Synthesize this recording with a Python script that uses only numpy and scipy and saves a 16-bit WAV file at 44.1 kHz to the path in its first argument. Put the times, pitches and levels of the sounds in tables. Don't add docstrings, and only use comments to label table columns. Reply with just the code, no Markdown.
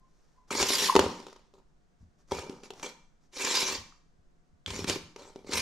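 import sys
import numpy as np
from scipy import signal
from scipy.fft import rfft, irfft
from scipy.io import wavfile

SR = 44100
rng = np.random.default_rng(int(sys.argv[2]) if len(sys.argv) > 2 else 0)


def pcm_store(signal):
    levels = np.round(np.clip(np.atleast_2d(signal), -1, 1) * 32767)
    wavfile.write(sys.argv[1], SR, levels.astype(np.int16).T)


N = 247401
T = np.arange(N) / SR


def undb(db):
    return 10 ** (np.asarray(db) / 20)


def unit(x):
    return x / np.sqrt(np.mean(x ** 2))


def add(track, start_s, sound):
    i = max(int(start_s * SR), 0)
    track[i:i + len(sound)] += sound[:N - i]


def colour(x, points):
    hz, db = np.transpose(points)
    grid_hz = np.maximum(np.fft.rfftfreq(8192, 1 / SR), 1)
    gain = undb(np.interp(np.log(grid_hz), np.log(hz), db))
    cepstrum = irfft(np.log(gain))
    fold = 1 + np.sign(len(cepstrum) // 2 - np.arange(len(cepstrum)))
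    fold[0] = 1
    response = irfft(np.exp(rfft(cepstrum * fold)))
    return signal.fftconvolve(x, response)[:len(x)]


def fade(t, t60):
    return np.exp(-np.log(1000) * t / t60)


def walk(rate_hz):
    knots = rng.standard_normal(4096)
    return np.interp(T * rate_hz, np.arange(len(knots)), knots) * np.sqrt(3 / 2)


def slips(rate_per_s, spread_db):
    size = undb(spread_db * np.minimum(rng.exponential(size=N), 4))
    occurs = rng.random(N) < rate_per_s / SR
    return unit(occurs * size * rng.choice([-1, 1], N))


def ring(modes, scatter):
    t = T[:SR // 4]
    chance = scatter * rng.standard_normal((len(modes), 2))
    out = np.zeros(len(t))
    for (hz, t60_s, db), (gain, turn) in zip(modes, chance):
        out += undb(db + 2 * gain) * fade(t, t60_s) * np.cos(2 * np.pi * hz * t + turn)
    highpass = signal.butter(1, modes[0][0] / 2, "high", fs=SR, output="sos")
    return signal.sosfilt(highpass, out)


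# (frequency [Hz], relative level [dB])
AIR_SPECTRUM = [(20, -0.5), (50, -9.5), (90, -23.5), (160, -14.5), (260, -21.5), (450, -26), (900, -33.5),
                (1500, -34.5), (2500, -42.5), (4000, -43.5), (6500, -42.5), (8500, -49), (10500, -57.5),
                (15000, -69.5)]
AIR_RMS_DB = -64.5
# (frequency [Hz], mean level [dB])
HOUSE_HUM = [(156, -76.5), (716, -85)]


def air():
    mid = unit(colour(rng.standard_normal(N), AIR_SPECTRUM))
    side = unit(colour(rng.standard_normal(N), AIR_SPECTRUM))
    side = colour(side, [(60, -7.0), (200, -2.5), (1500, 1.0), (8000, -6.5)])
    hum = np.zeros(N)
    for hz, db in HOUSE_HUM:
        phase = 2 * np.pi * np.cumsum(hz + 6 * walk(rate_hz=40)) / SR
        hum += undb(db + 2 * walk(rate_hz=10)) * np.sin(phase)
    return undb(AIR_RMS_DB) * (mid + np.outer([1, -1], side)) + hum


# (time [s], length [s], level at the swell's top [dB])
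FUR_RUSTLES = [(0.0, 0.49, -76), (0.473, 0.041, -62.5), (1.982, 0.075, -76), (2.171, .07, -72),
               (2.27, 0.079, -61), (2.732, 0.16, -56), (3.201, 0.087, -73)]


def rustles():
    swell = np.zeros(N)
    for start_s, length_s, db in FUR_RUSTLES:
        swell += undb(db) * np.sin(np.pi * np.clip((T - start_s) / length_s, 0, 1))
    outline = [(200, 12.0), (1200, 7.5), (3000, -4.5), (6000, 5.5), (9000, -9.0), (15000, -20.5)]
    return swell * unit(colour(slips(rate_per_s=3300, spread_db=-1.0), outline))


# (time [s], length [s], mean pitch [Hz], mean level [dB])
PAD_SQUEAKS = [(0.005, .085, 1040, -68), (0.355, .11, 1005, -63)]


def squeaks():
    out = np.zeros(N)
    for start_s, length_s, hz, db in PAD_SQUEAKS:
        phase = 2 * np.pi * np.cumsum(hz * (1 + .03 * walk(rate_hz=600))) / SR
        swell = np.sqrt(np.sin(np.pi * np.clip((T - start_s) / length_s, 0, 1)).clip(0))
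        tone = np.sin(phase) + undb(-24) * np.sin(2 * phase)
        out += undb(db + 2 * walk(rate_hz=60)) * swell * tone
    return out


def stroke(start_s, attack_s, hold_s, release_s):
    rise = np.sin(np.pi / 2 * np.clip((T - start_s) / attack_s, 0, 1)) ** 2
    dying_s = np.maximum(T - start_s - attack_s - hold_s, 0)
    return rise * np.exp(-(dying_s / release_s) ** 2)


def shifting(x, depth_db, rate_hz):
    octave = np.log2(np.maximum(np.fft.rfftfreq(N, 1 / SR), 1))
    centres = np.arange(10.5, 13.8, 1 / 9)
    spectrum = rfft(x)
    out = np.zeros(N)
    for k, share in enumerate(np.eye(len(centres))):
        band = irfft(spectrum * np.interp(octave, centres, share), N)
        out += band * undb(depth_db * walk(rate_hz) * min(k / 2, 1))
    return out


# (frequency [Hz], t60 [s], relative level [dB])
SHELL_MODES = [(173, 0.12, -19.5), (283.8, 0.036, -6), (395.5, 0.027, 8.5), (489, 0.061, -4.5),
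               (555, 0.033, -3), (777, 0.038, -3), (920, 0.025, 6), (1056, 0.013, -9), (1226, 0.018, 3.5)]


def blow(contact_ms):
    push = np.sin(np.pi * np.minimum(1000 * T[:SR // 20] / contact_ms, 1)) ** 2
    out = signal.fftconvolve(ring(SHELL_MODES, scatter=0.98), push)
    out = colour(out, [(45, -14), (80, -8), (130, 2)])
    return out / np.abs(out).max()


RATTLE_PER_S = 45


def rattle():
    taps = np.zeros(N)
    for k, late in enumerate(rng.uniform(-1, 1, int(RATTLE_PER_S * N / SR))):
        add(taps, (k + late / 2) / RATTLE_PER_S, np.ones(1))
    out = signal.fftconvolve(taps, blow(contact_ms=.9))[:N]
    return unit(colour(out, [(80, -11.5), (220, 0.5)]))


# (time [s], attack [s], hold [s], release [s], grating [dB],
# then re grating: shell drone [dB], rim [dB], ball track [dB], finest hiss [dB], boards [dB])
RING_MOTIONS = [(0.502, 0.0094, 0.054, 0.042, -32.5, -3.5, -11.5, -13, -10, -20.5),
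                (0.561, 0.048, 0.013, 0.026, -27, -6.5, -36, -14, -15, -35),
                (0.606, .12, 0.083, 0.12, -23.5, -13, -59, -17, -5, -32),
                (1.537, 0.0047, 0.037, 0.025, -74, 13.5, -21.5, 2.5, -19.5, -1.5),
                (2.308, 0.0066, 0.066, 0.044, -42.5, -0.5, -10, -11, -14, -8),
                (2.425, 0.026, .015, 0.14, -57, 9.5, -10, -17, -13, -20),
                (2.63, 0.0038, 0.024, 0.025, -53.5, -2, -17, -18, -13, -18),
                (2.826, 0.0036, 0.0051, 0.056, -40, 1.5, -11, -17, -13, -30),
                (3.31, 0.15, 0.011, 0.078, -28.5, -8, -17, -13, -12.5, -43.5),
                (3.483, 0.078, 0.042, 0.061, -25.5, -13, -22.5, -14.5, -13, -48),
                (3.648, 0.037, 0.019, 0.068, -32, -5.5, -13.5, -9.5, -23, -24),
                (4.665, 0.015, 0.14, 0.033, -42, -1, -11.5, -11.5, -15, -0.5),
                (4.861, 0.032, 0.0037, 0.056, -30.5, -2.5, -11, -11.5, -11.5, -11.5),
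                (5.157, 0.055, 0.018, 0.08, -53, 4.5, -13, -21, -16, -14),
                (5.347, .008, 0.12, .04, -70, 7.5, -6, -4, -9, 1),
                (5.461, 0.011, 0.037, 0.016, -53.5, 2, -9.5, -15, -25, -3),
                (5.496, 0.064, 0.11, .05, -30, -5, -6.5, -11.5, -8, -16.5)]
# (frequency [Hz], relative level [dB])
GRATING_SPECTRUM = [(600, -37.5), (1000, -9), (1500, 3), (2200, 0.5), (3000, 3), (4000, 4.5), (5500, 5.5),
                    (7300, 3), (8500, -3.5), (11000, -17), (15000, -33)]
# (frequency [Hz], relative level [dB])
HISS_SPECTRUM = [(5000, -17.5), (8000, -0.5), (10000, -2.5), (12500, -7.5), (14000, -18.5), (16000, -40.5)]
# (frequency [Hz], relative level [dB])
ROLLING_SPECTRUM = [(400, -13), (1000, 4), (1700, -0.5), (3000, 0.5), (5500, 1), (8000, -8.5), (12000, -26)]
# (frequency [Hz], t60 [s], relative level [dB])
RIM_MODES = [(1760, 0.0077, -2), (2230, 0.016, 1), (2342, 0.031, 3.5), (2810, 0.0038, -2.5)]
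# (frequency [Hz], t60 [s], relative level [dB])
TRACK_MODES = [(956, 0.042, -1.5), (1013, 0.024, 1.5)]
# (frequency [Hz], t60 [s], relative level [dB])
BOARD_MODES = [(81.4, .09, -6.5), (137, 0.0067, -2.5), (168, 0.029, -3.5)]
RUNOUT_START_S, RUNOUT_T60_S, RUNOUT_GRATE_DB, RUNOUT_DRONE_DRIVE_DB = 1.005, 0.74, -40.5, -37


def stir(friction, modes):
    return unit(signal.fftconvolve(friction, ring(modes, scatter=0))[:N])


def sliding():
    drives = np.zeros((6, N))
    for start_s, attack_s, hold_s, release_s, db, *parts_db in RING_MOTIONS:
        strength = undb(db) * stroke(start_s, attack_s, hold_s, release_s)
        drives += np.outer(undb([0, *parts_db]), strength)
    grate, drone, sing, hollow, hiss, rumble = drives
    runout = (T > RUNOUT_START_S) * fade(np.abs(T - RUNOUT_START_S), RUNOUT_T60_S)
    drone = drone + undb(RUNOUT_DRONE_DRIVE_DB) * runout

    friction = slips(rate_per_s=6000, spread_db=1.5)
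    friction = friction * undb(1.8 * walk(rate_hz=140) + 0.36 * walk(rate_hz=30))
    friction = shifting(friction, depth_db=3.7, rate_hz=45)

    outline = [(90, -12.5), (180, -2.0), (300, 1.5), (560, 2.5), (680, -5), (950, -1.0), (4000, -25.5)]
    shell = unit(colour(stir(friction, SHELL_MODES), outline))
    boards = stir(friction, BOARD_MODES)
    boards = unit(signal.fftconvolve(boards, np.hanning(SR // 180))[:N])

    out = undb(RUNOUT_GRATE_DB) * runout * unit(colour(friction, ROLLING_SPECTRUM))
    out += undb(-4.5) * grate * unit(colour(friction, GRATING_SPECTRUM))
    out += drone * (undb(-6.0) * shell + undb(-8) * rattle())
    out += sing * stir(friction, RIM_MODES)
    out += hollow * stir(friction, TRACK_MODES)
    out += undb(-8.0) * hiss * unit(colour(friction, HISS_SPECTRUM))
    out += undb(-4.0) * rumble * boards
    return out


# (time [s], pitch [Hz], envelope peak [dB], t60 [s])
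PLASTIC_CHIRPS = [(0.506, 1275, -26.5, 0.0063), (0.887, 1037, -23, 0.013), (0.8956, 1048, -12, 0.015),
                  (0.922, 908, -26.5, 0.019), (2.3125, 1080, -31.5, 0.0072), (3.923, 1206, -49.5, 0.009),
                  (4.6614, 3296, -21.5, 0.0033)]


def chirps():
    out, t = np.zeros(N), T[:SR // 10]
    for start_s, hz, db, t60_s in PLASTIC_CHIRPS:
        envelope = (1 - fade(t, t60_s * 1.7)) ** 2 * fade(t, t60_s)
        add(out, start_s, undb(db) * envelope / envelope.max() * np.sin(2 * np.pi * hz * t))
    return out


# (time [s], shell peak [dB], crackle drive [dB], contact [ms])
RING_KNOCKS = [(0.511, -26.5, -51, 1.16), (0.552, -24, -40, 0.88), (0.608, -23, -29.5, 1.12),
               (0.627, -24.5, -15.5, 0.83), (0.703, -20, -24.5, 1.3), (0.823, -24, -36, 1.4),
               (0.9526, -7.5, -19.5, 1.11), (0.962, -4.5, -13.5, 0.98), (0.9924, -8, -14.5, 0.63),
               (1.041, -18.5, -40, 1.3), (1.063, -19.5, -50.5, 0.99), (1.201, -39, -44, 1.64),
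               (1.267, -35.5, -43, 0.62), (1.283, -42.5, -47.5, 1.5), (1.328, -43, -47.5, 0.36),
               (1.362, -48, -51, 0.79), (1.538, -49.5, -59.5, 1.16), (2.319, -18, -30.5, 1.22),
               (2.386, -28, -44, 0.51), (2.434, -33.5, -50, 1.25), (2.495, -28.5, -41, 2.44),
               (2.634, -43, -46, 1.7), (2.7042, -31, -36, 0.82), (2.796, -49, -41.5, 1.2),
               (2.830, -31, -31.5, 1.2), (3.446, -29, -39, 1.04), (3.628, -29, -28, 1.35),
               (4.661, -49.5, -33, 0.44), (4.704, -43, -31, 2.4), (4.79, -27, -33.5, 2.9),
               (4.843, -28, -29, 3.9), (4.878, -31, -37, 3), (4.897, -22.5, -20.5, 2.3),
               (4.959, -28.5, -36.5, 2.5), (5.161, -35, -41.5, 1.0), (5.359, -34, -48, 1.43),
               (5.445, -40.5, -58, 1.8), (5.492, -29.5, -44, 2.1), (5.521, -34, -31, 0.59)]
# (frequency [Hz], gain [dB])
TICK_SPECTRUM = [(300, -11), (1000, 8.5), (1700, 3.5), (3000, 6), (6000, 3.5), (7500, -2.5), (9000, -10),
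                 (12500, -15.5), (16000, -37)]
REBOUND_DELAY_S, REBOUND_DB, REBOUND_CAP_DB = .031, -11, -33.5


def knocks():
    body, ticks = np.zeros((2, N))
    t = T[:SR // 20]
    onset = np.minimum(t / .001, 1)
    crackle = onset * (fade(t, .016) + undb(-20.5) * fade(t, 0.06))
    for start_s, shell_db, tick_db, contact_ms in RING_KNOCKS:
        rebound_db = min(REBOUND_DB, REBOUND_CAP_DB - shell_db)
        for delay_s, db in (0, 0), (REBOUND_DELAY_S, rebound_db):
            add(body, start_s + delay_s, undb(shell_db + db) * blow(contact_ms))
            noise = rng.uniform(-1.8, 2.4, len(t))
            add(ticks, start_s + delay_s, undb(tick_db + db) * noise * crackle)
    return body + colour(ticks, TICK_SPECTRUM)


# (time [s], peak [dB])
BOARD_THUDS = [(0.608, -35), (0.963, -32), (0.991, -30.5), (1.055, -32.5), (2.007, -49), (2.026, -45),
               (2.056, -53.5), (2.321, -39), (2.387, -40.5), (3.724, -49), (3.782, -44.5), (3.815, -46.5),
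               (4.189, -57.5), (4.529, -56), (4.876, -34.5), (5.032, -45.5)]


def thuds():
    out = np.zeros(N)
    for start_s, db in BOARD_THUDS:
        thud = signal.fftconvolve(ring(BOARD_MODES, scatter=1), np.hanning(SR // 180))
        add(out, start_s, undb(db) * thud / np.abs(thud).max())
    return out


# (frequency [Hz], t60 [s], tail level re direct [dB], left-right difference re common part [dB])
ROOM_BANDS = [(83.2, 0.43, -17, -14.5), (169.9, 0.59, -2, -17), (380, 0.3, -11, -15),
              (1030, 0.55, -6.5, -7.5), (2534, 0.45, -6, -3), (6000, 0.49, -10, -3.5),
              (13000, 0.35, -11.5, -4.5)]


def room(x):
    hz, t60_s, db, side_db = np.transpose(ROOM_BANDS)
    t = T[:SR]
    log_hz = np.log(np.maximum(np.fft.rfftfreq(SR, 1 / SR), 1))
    noise = rfft(rng.standard_normal((2, SR)))
    build = np.clip((t - .002) / 0.0044, 0, 1)
    early_fade = undb(-7.5) * unit(fade(t, .03)) / np.sqrt(SR)
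    response = np.zeros((2, SR))
    for k, share in enumerate(np.eye(len(hz))):
        mid, side = irfft(noise * np.interp(log_hz, np.log(hz), share), SR)
        width = undb(side_db[k])
        difference = width * np.outer([1, -1], side)
        pair = (mid + difference) / np.hypot(1, width)
        tail = build * fade(t, t60_s[k])
        response += undb(db[k]) * pair * tail / np.linalg.norm(tail)
        response += difference * early_fade
    return signal.fftconvolve(x[None], response, axes=1)[:, :N]


def scene():
    toy = rustles() + squeaks() + sliding() + chirps() + knocks() + thuds()
    lag_samples = .55
    delay = np.exp(-2j * np.pi * np.fft.rfftfreq(N) * lag_samples)
    left = irfft(rfft(toy) * delay, N)
    return np.array([left, toy]) + room(toy) + air()


TOP_HZ = 15300


def record(dry):
    return signal.sosfilt(signal.ellip(8, .2, 70, TOP_HZ, fs=SR, output="sos"), dry)


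dry = scene()
out = record(dry)
pcm_store(out)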